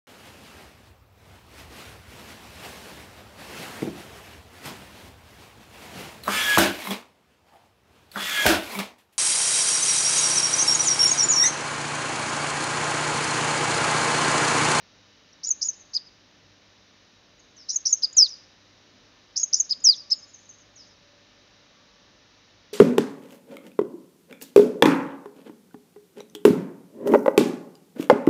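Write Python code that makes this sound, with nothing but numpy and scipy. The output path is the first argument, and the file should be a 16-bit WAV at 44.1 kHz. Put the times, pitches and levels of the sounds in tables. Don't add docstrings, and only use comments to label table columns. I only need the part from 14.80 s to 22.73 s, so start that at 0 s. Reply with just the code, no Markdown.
import sys
import numpy as np
from scipy import signal
from scipy.fft import rfft, irfft
from scipy.io import wavfile
from scipy.ndimage import uniform_filter1d

SR = 44100
rng = np.random.default_rng(int(sys.argv[2]) if len(sys.argv) > 2 else 0)


def store_wav(level_fs):
    pcm = np.round(np.clip(np.atleast_2d(level_fs), -1, 1) * 32767)
    wavfile.write(sys.argv[1], SR, pcm.T.astype(np.int16))


N = 349699


def undb(db):
    return 10 ** (np.asarray(db) / 20)


def level(x, db):
    return x * undb(db) / np.sqrt(np.mean(x ** 2))


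def walk(rate):
    hold = max(int(SR / rate), 1)
    steps = np.repeat(rng.standard_normal(N // hold + 1), hold)
    slewed = uniform_filter1d(uniform_filter1d(steps, hold), hold)
    return 1.3 * slewed[:N]


def tone(hz):
    return np.sin(2 * np.pi * np.cumsum(hz) / SR)


def add(out, x, start):
    i = max(int(start * SR), 0)
    out[i:i + len(x)] += x[:len(out) - i]


def later(start, ms):
    return start + ms / 1000


# (frequency [Hz], relative density [dB per Hz])
AIR_SPECTRUM = [(24, -39), (40, -5), (69, -9.5), (97, -6), (146, -6.5), (190, -5), (221, -7.5), (298, -5.5),
                (325, -10.5), (535, -7), (583, -8), (678, -11), (3910, -12.5), (5890, -13), (7000, -25.5),
                (9100, -64), (15400, -120)]
AIR_DB = -58
# (time [s], width [s], rise [dB])
RUMBLE_SWELLS = [(1.67, 0.1, 4), (4.2, .08, 3.5), (4.99, 0.055, 6.5), (7.35, 0.11, 2)]


def air(swell_db=0.39, unrest_db=0.54, rumble_hz=420, sheen_hz=3850, sheen_width_hz=220, sheen_db=4.5):
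    f = np.fft.rfftfreq(N, 1 / SR) + 1
    hz, db = np.transpose(AIR_SPECTRUM)
    sheen = sheen_db * np.exp(-((f - sheen_hz) / sheen_width_hz) ** 2)
    shape_db = np.interp(np.log(f), np.log(hz), db) + sheen
    spectrum = rfft(rng.standard_normal(N)) * undb(shape_db)
    low_share = 1 / (1 + (f / rumble_hz) ** 4)
    t = np.arange(N) / SR
    surge = unrest_db * walk(7)
    for at, width, rise in RUMBLE_SWELLS:
        surge += rise * np.exp(-((t - at) / width) ** 2)
    rumble = irfft(spectrum * low_share, N) * undb(surge - surge.mean())
    hiss = irfft(spectrum * (1 - low_share), N) * undb(swell_db * walk(2.2))
    return level(rumble + hiss, AIR_DB)


BUZZ_HZ, BUZZ_DB = 99.8, -72
BEAT_S, BEAT_LOW_S, BEAT_DB = 2.1, 0.74, -6.5
# (frequency [Hz], rms level [dB])
HUM_LINES = [(50, -79.5), (200, -76.5), (252, -76), (300, -73.5), (360, -79), (600, -77.5), (1785, -76),
             (2982, -78)]
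# (start [s], end [s], frequency [Hz], rms level before the fades [dB])
WHINE_SPELLS = [(4.598, 7.298, 577, -73.5), (4.945, 5.518, 1156, -72.5), (6.137, 6.53, 573.5, -69.5),
                (6.901, 7.323, 1150, -74.5)]


def hum(waver_db=1.0, drift=0.00087):
    t = np.arange(N) / SR
    phase = 2 * np.pi * np.cumsum(BUZZ_HZ * (1 + drift * walk(5.1))) / SR
    twin = undb(BEAT_DB) * np.sin(phase + 2 * np.pi * (t - BEAT_LOW_S) / BEAT_S)
    out = level(np.sin(phase) - twin, BUZZ_DB)
    for hz, db in HUM_LINES:
        line = tone(hz + walk(12)) * undb(waver_db * walk(3.7))
        out += level(line, db)
    for start, end, hz, db in WHINE_SPELLS:
        fade = np.clip(np.minimum(t - start, end - t) / 0.028, 0, 1)
        whine = tone(hz * (1 + drift * walk(24))) * undb(waver_db * walk(8.0))
        out += fade * level(whine, db)
    return out


def reflect(echoes):
    response = np.zeros(SR)
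    for ms, db in echoes:
        response[int(ms * SR / 1000)] += undb(db)
    return response


def scatter(db, t60, onset_s):
    t = np.arange(SR) / SR
    decay = np.exp(-np.log(1000) * t / t60)
    build_up = 1 - np.exp(-t / onset_s)
    tail = rng.standard_normal(SR) * decay * build_up
    return tail * undb(db) / np.linalg.norm(tail)


# (delay [ms], level against the direct sound [dB])
CLOSE_ECHOES = [(3.7, -11.5), (6.8, -14)]
# (delay [ms], level before the distant gain [dB])
FAR_WALLS = [(45, -7.5), (110, -4)]


def garden(song, distant_db):
    close = reflect(CLOSE_ECHOES) + scatter(db=-14.5, t60=.11, onset_s=.002)
    close[0] += 1
    faces = scatter(db=-3.5, t60=0.04, onset_s=.002)
    walls = reflect(FAR_WALLS)
    walls = walls + signal.fftconvolve(walls, faces)[:SR]
    trees = scatter(db=2.0, t60=0.54, onset_s=.012)
    return signal.fftconvolve(song, close + undb(distant_db) * (walls + trees))[:N]


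FADE_DB = 26.5


def contour(ms, length_ms, start_hz, held_hz, settle_ms, attack_ms, release_ms, droop_hz=0, droop_ms=1):
    left = length_ms - ms
    slide = (start_hz - held_hz) * np.exp(-ms / settle_ms)
    droop = droop_hz * np.maximum(1 - left / droop_ms, 0) ** 2
    fade = np.maximum(1 - ms / attack_ms, 0) + np.maximum(1 - left / release_ms, 0)
    return held_hz + slide - droop, -FADE_DB * fade


def sing(kind, notes, waver=0.0071, flutter_db=2.5, edge_ms=0.43):
    out, pitch_walk, pressure_walk = np.zeros(N), walk(700), walk(450)
    for start, note_db, shift, length in notes:
        t = np.arange(0, kind["length_ms"] * length, 1000 / SR)
        here = int(start * SR) + np.arange(len(t))
        hz, db = contour(t / length, **kind)
        glide = (hz + shift) * (1 + waver * pitch_walk[here])
        loudness = undb(note_db + db + flutter_db * pressure_walk[here])
        edges = np.clip(np.minimum(t, t[-1] - t) / edge_ms, 0, 1)
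        add(out, tone(glide) * loudness * edges, start)
    return out


WHISTLE = dict(length_ms=41, start_hz=6600, held_hz=6920, settle_ms=8, attack_ms=5, release_ms=6)
HOOK = dict(length_ms=29, start_hz=7550, held_hz=5980, settle_ms=10, attack_ms=9, release_ms=14)
SLUR = dict(length_ms=114, start_hz=7500, held_hz=4740, settle_ms=24, attack_ms=12.5, release_ms=47, droop_hz=1350, droop_ms=57)
# (time [s], level [dB], pitch shift [Hz], length [ratio])
FAR_WHISTLES = [(5.344, -52.5, -130, 0.91), (5.470, -56, 62, 0.75), (5.598, -62, 20, 0.725)]
FAR_HOOKS = [(.995, -47.5, -52, 1.6), (2.582, -57, 22.5, 1.5), (5.377, -46.5, -50, 1.54),
             (5.527, -43.5, -71, 1.7), (5.682, -42.5, -46, 1.5), (5.775, -59, 22, 1)]
FAR_SLURS = [(2.756, -49, 130, 0.99), (5.952, -47.5, 129.3, 0.99)]


def far_bird():
    return sing(WHISTLE, FAR_WHISTLES) + sing(HOOK, FAR_HOOKS) + sing(SLUR, FAR_SLURS, waver=0.022)


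def throat(x, hz=5900, width_hz=2600):
    f = np.fft.rfftfreq(N, 1 / SR)
    return irfft(rfft(x) / np.sqrt(1 + (2 * (f - hz) / width_hz) ** 4), N)


def raspy(kind, notes, rasp_db):
    stroke = sing(kind, notes, waver=.028, flutter_db=3)
    rattle = sing(kind, notes, waver=.11, flutter_db=3.0)
    haze = signal.fftconvolve(rattle, scatter(db=rasp_db, t60=0.098, onset_s=0.00087))[:N]
    return throat(stroke + haze, hz=5600, width_hz=6000)


UPSWEEP = dict(length_ms=11, start_hz=3900, held_hz=7400, settle_ms=7.5, attack_ms=4, release_ms=3.2)
BURR = dict(length_ms=32, start_hz=4570, held_hz=5950, settle_ms=13, attack_ms=3.6, release_ms=5)
# (time into the twitter [ms], relative level [dB], pitch shift [Hz], length [ratio])
STUTTER = [(2.93, -10.5, -150, 1.5), (10, -3, 30, .85), (17.94, 0.5, -31, 1), (27.4, -9.5, 99, 1.1)]
WHISTLE_AT_MS, BURR_AT_MS, HOOK_AT_MS = 39, 44, 73
BURR_DB = -20.5
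# (time [s], stutter level [dB], whistle level [dB], hook level [dB], whistle pitch shift [Hz],
# hook pitch shift [Hz], hook length [ratio])
TWITTERS = [(.626, -21.5, -25, -17.5, 55.5, -78, 1), (0.806, -19, -25, -16.5, -40.5, -130, 1),
            (2.881, -16.5, -35.5, -14.5, -130, -29.5, .78), (3.047, -14, -31, -9.5, 10.5, -59.5, 0.96),
            (4.554, -16, -25.5, -13, -260, 19.5, 0.72), (4.721, -14, -32, -11, -40.5, 53, 0.85)]


def twitters(whistle_length=.85):
    sweeps, whistles, burrs, hooks = [], [], [], []
    for start, stutter_db, whistle_db, hook_db, whistle_shift, hook_shift, hook_length in TWITTERS:
        for ms, db, shift, length in STUTTER:
            sweeps.append((later(start, ms), stutter_db + db, shift, length))
        whistles.append((later(start, WHISTLE_AT_MS), whistle_db, whistle_shift, whistle_length))
        burrs.append((later(start, BURR_AT_MS), stutter_db + BURR_DB, 0, 1))
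        hooks.append((later(start, HOOK_AT_MS), hook_db, hook_shift, hook_length))
    stutter = raspy(UPSWEEP, sweeps, rasp_db=-10.5)
    burr = sing(BURR, burrs, waver=.06, flutter_db=2.5)
    return stutter + burr + sing(WHISTLE, whistles) + sing(HOOK, hooks)


CHIP = dict(length_ms=35, start_hz=3500, held_hz=5090, settle_ms=4.5, attack_ms=10.5, release_ms=11, droop_hz=1700, droop_ms=18)
# (time [s], level [dB], pitch shift [Hz], length [ratio])
CHIPS = [(1.141, -19, 13, 1.12), (3.227, -13, 39.5, 0.87), (4.899, -14, -11, 1.02),
         (5.306, -16.5, 183, 0.98)]
FLICK_LEAD_MS, FLICK_DB, FLICK_LENGTH = 8.5, -29.5, 1.4


def chips():
    flicks = [(later(row[0], -FLICK_LEAD_MS), FLICK_DB, 0, FLICK_LENGTH) for row in CHIPS]
    return raspy(UPSWEEP, flicks, rasp_db=-7.5) + sing(CHIP, CHIPS, waver=0.016)


TICK = dict(length_ms=12, start_hz=5900, held_hz=7040, settle_ms=2.5, attack_ms=2, release_ms=4)
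# (time [s], level [dB], pitch shift [Hz], length [ratio])
SLURS = [(3.363, -10, 49.5, 0.96), (5.037, -10.5, -57, 0.95)]
TICKS = [(0.528, -48.5, -1200, .8), (3.328, -38.5, -200, .86), (5.001, -49, -26, .9)]


def sunbird():
    return twitters() + chips() + sing(SLUR, SLURS, waver=.006) + sing(TICK, TICKS, waver=0.028)


def scene():
    background = air() + hum()
    far = garden(far_bird(), distant_db=-9)
    near = garden(sunbird(), distant_db=-28.0)
    return (background + far + near)[None]


TOP_HZ = 15700


def record(dry, edge_hz=7150, steepness=28, bend=0.00066, hiss_db=-87):
    rounded = dry / (1 + (dry / .85) ** 8) ** (1 / 8)
    f = np.fft.rfftfreq(N, 1 / SR)
    dull = irfft(rfft(rounded) / np.sqrt(1 + (f / edge_hz) ** (2 * steepness)), N)
    bent = dull + bend * dull ** 2
    noisy = bent + undb(hiss_db) * rng.standard_normal(dry.shape)
    band_limit = signal.ellip(10, .1, 70, TOP_HZ, fs=SR, output="sos")
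    return signal.sosfilt(band_limit, noisy)


dry = scene()
out = record(dry)
store_wav(out)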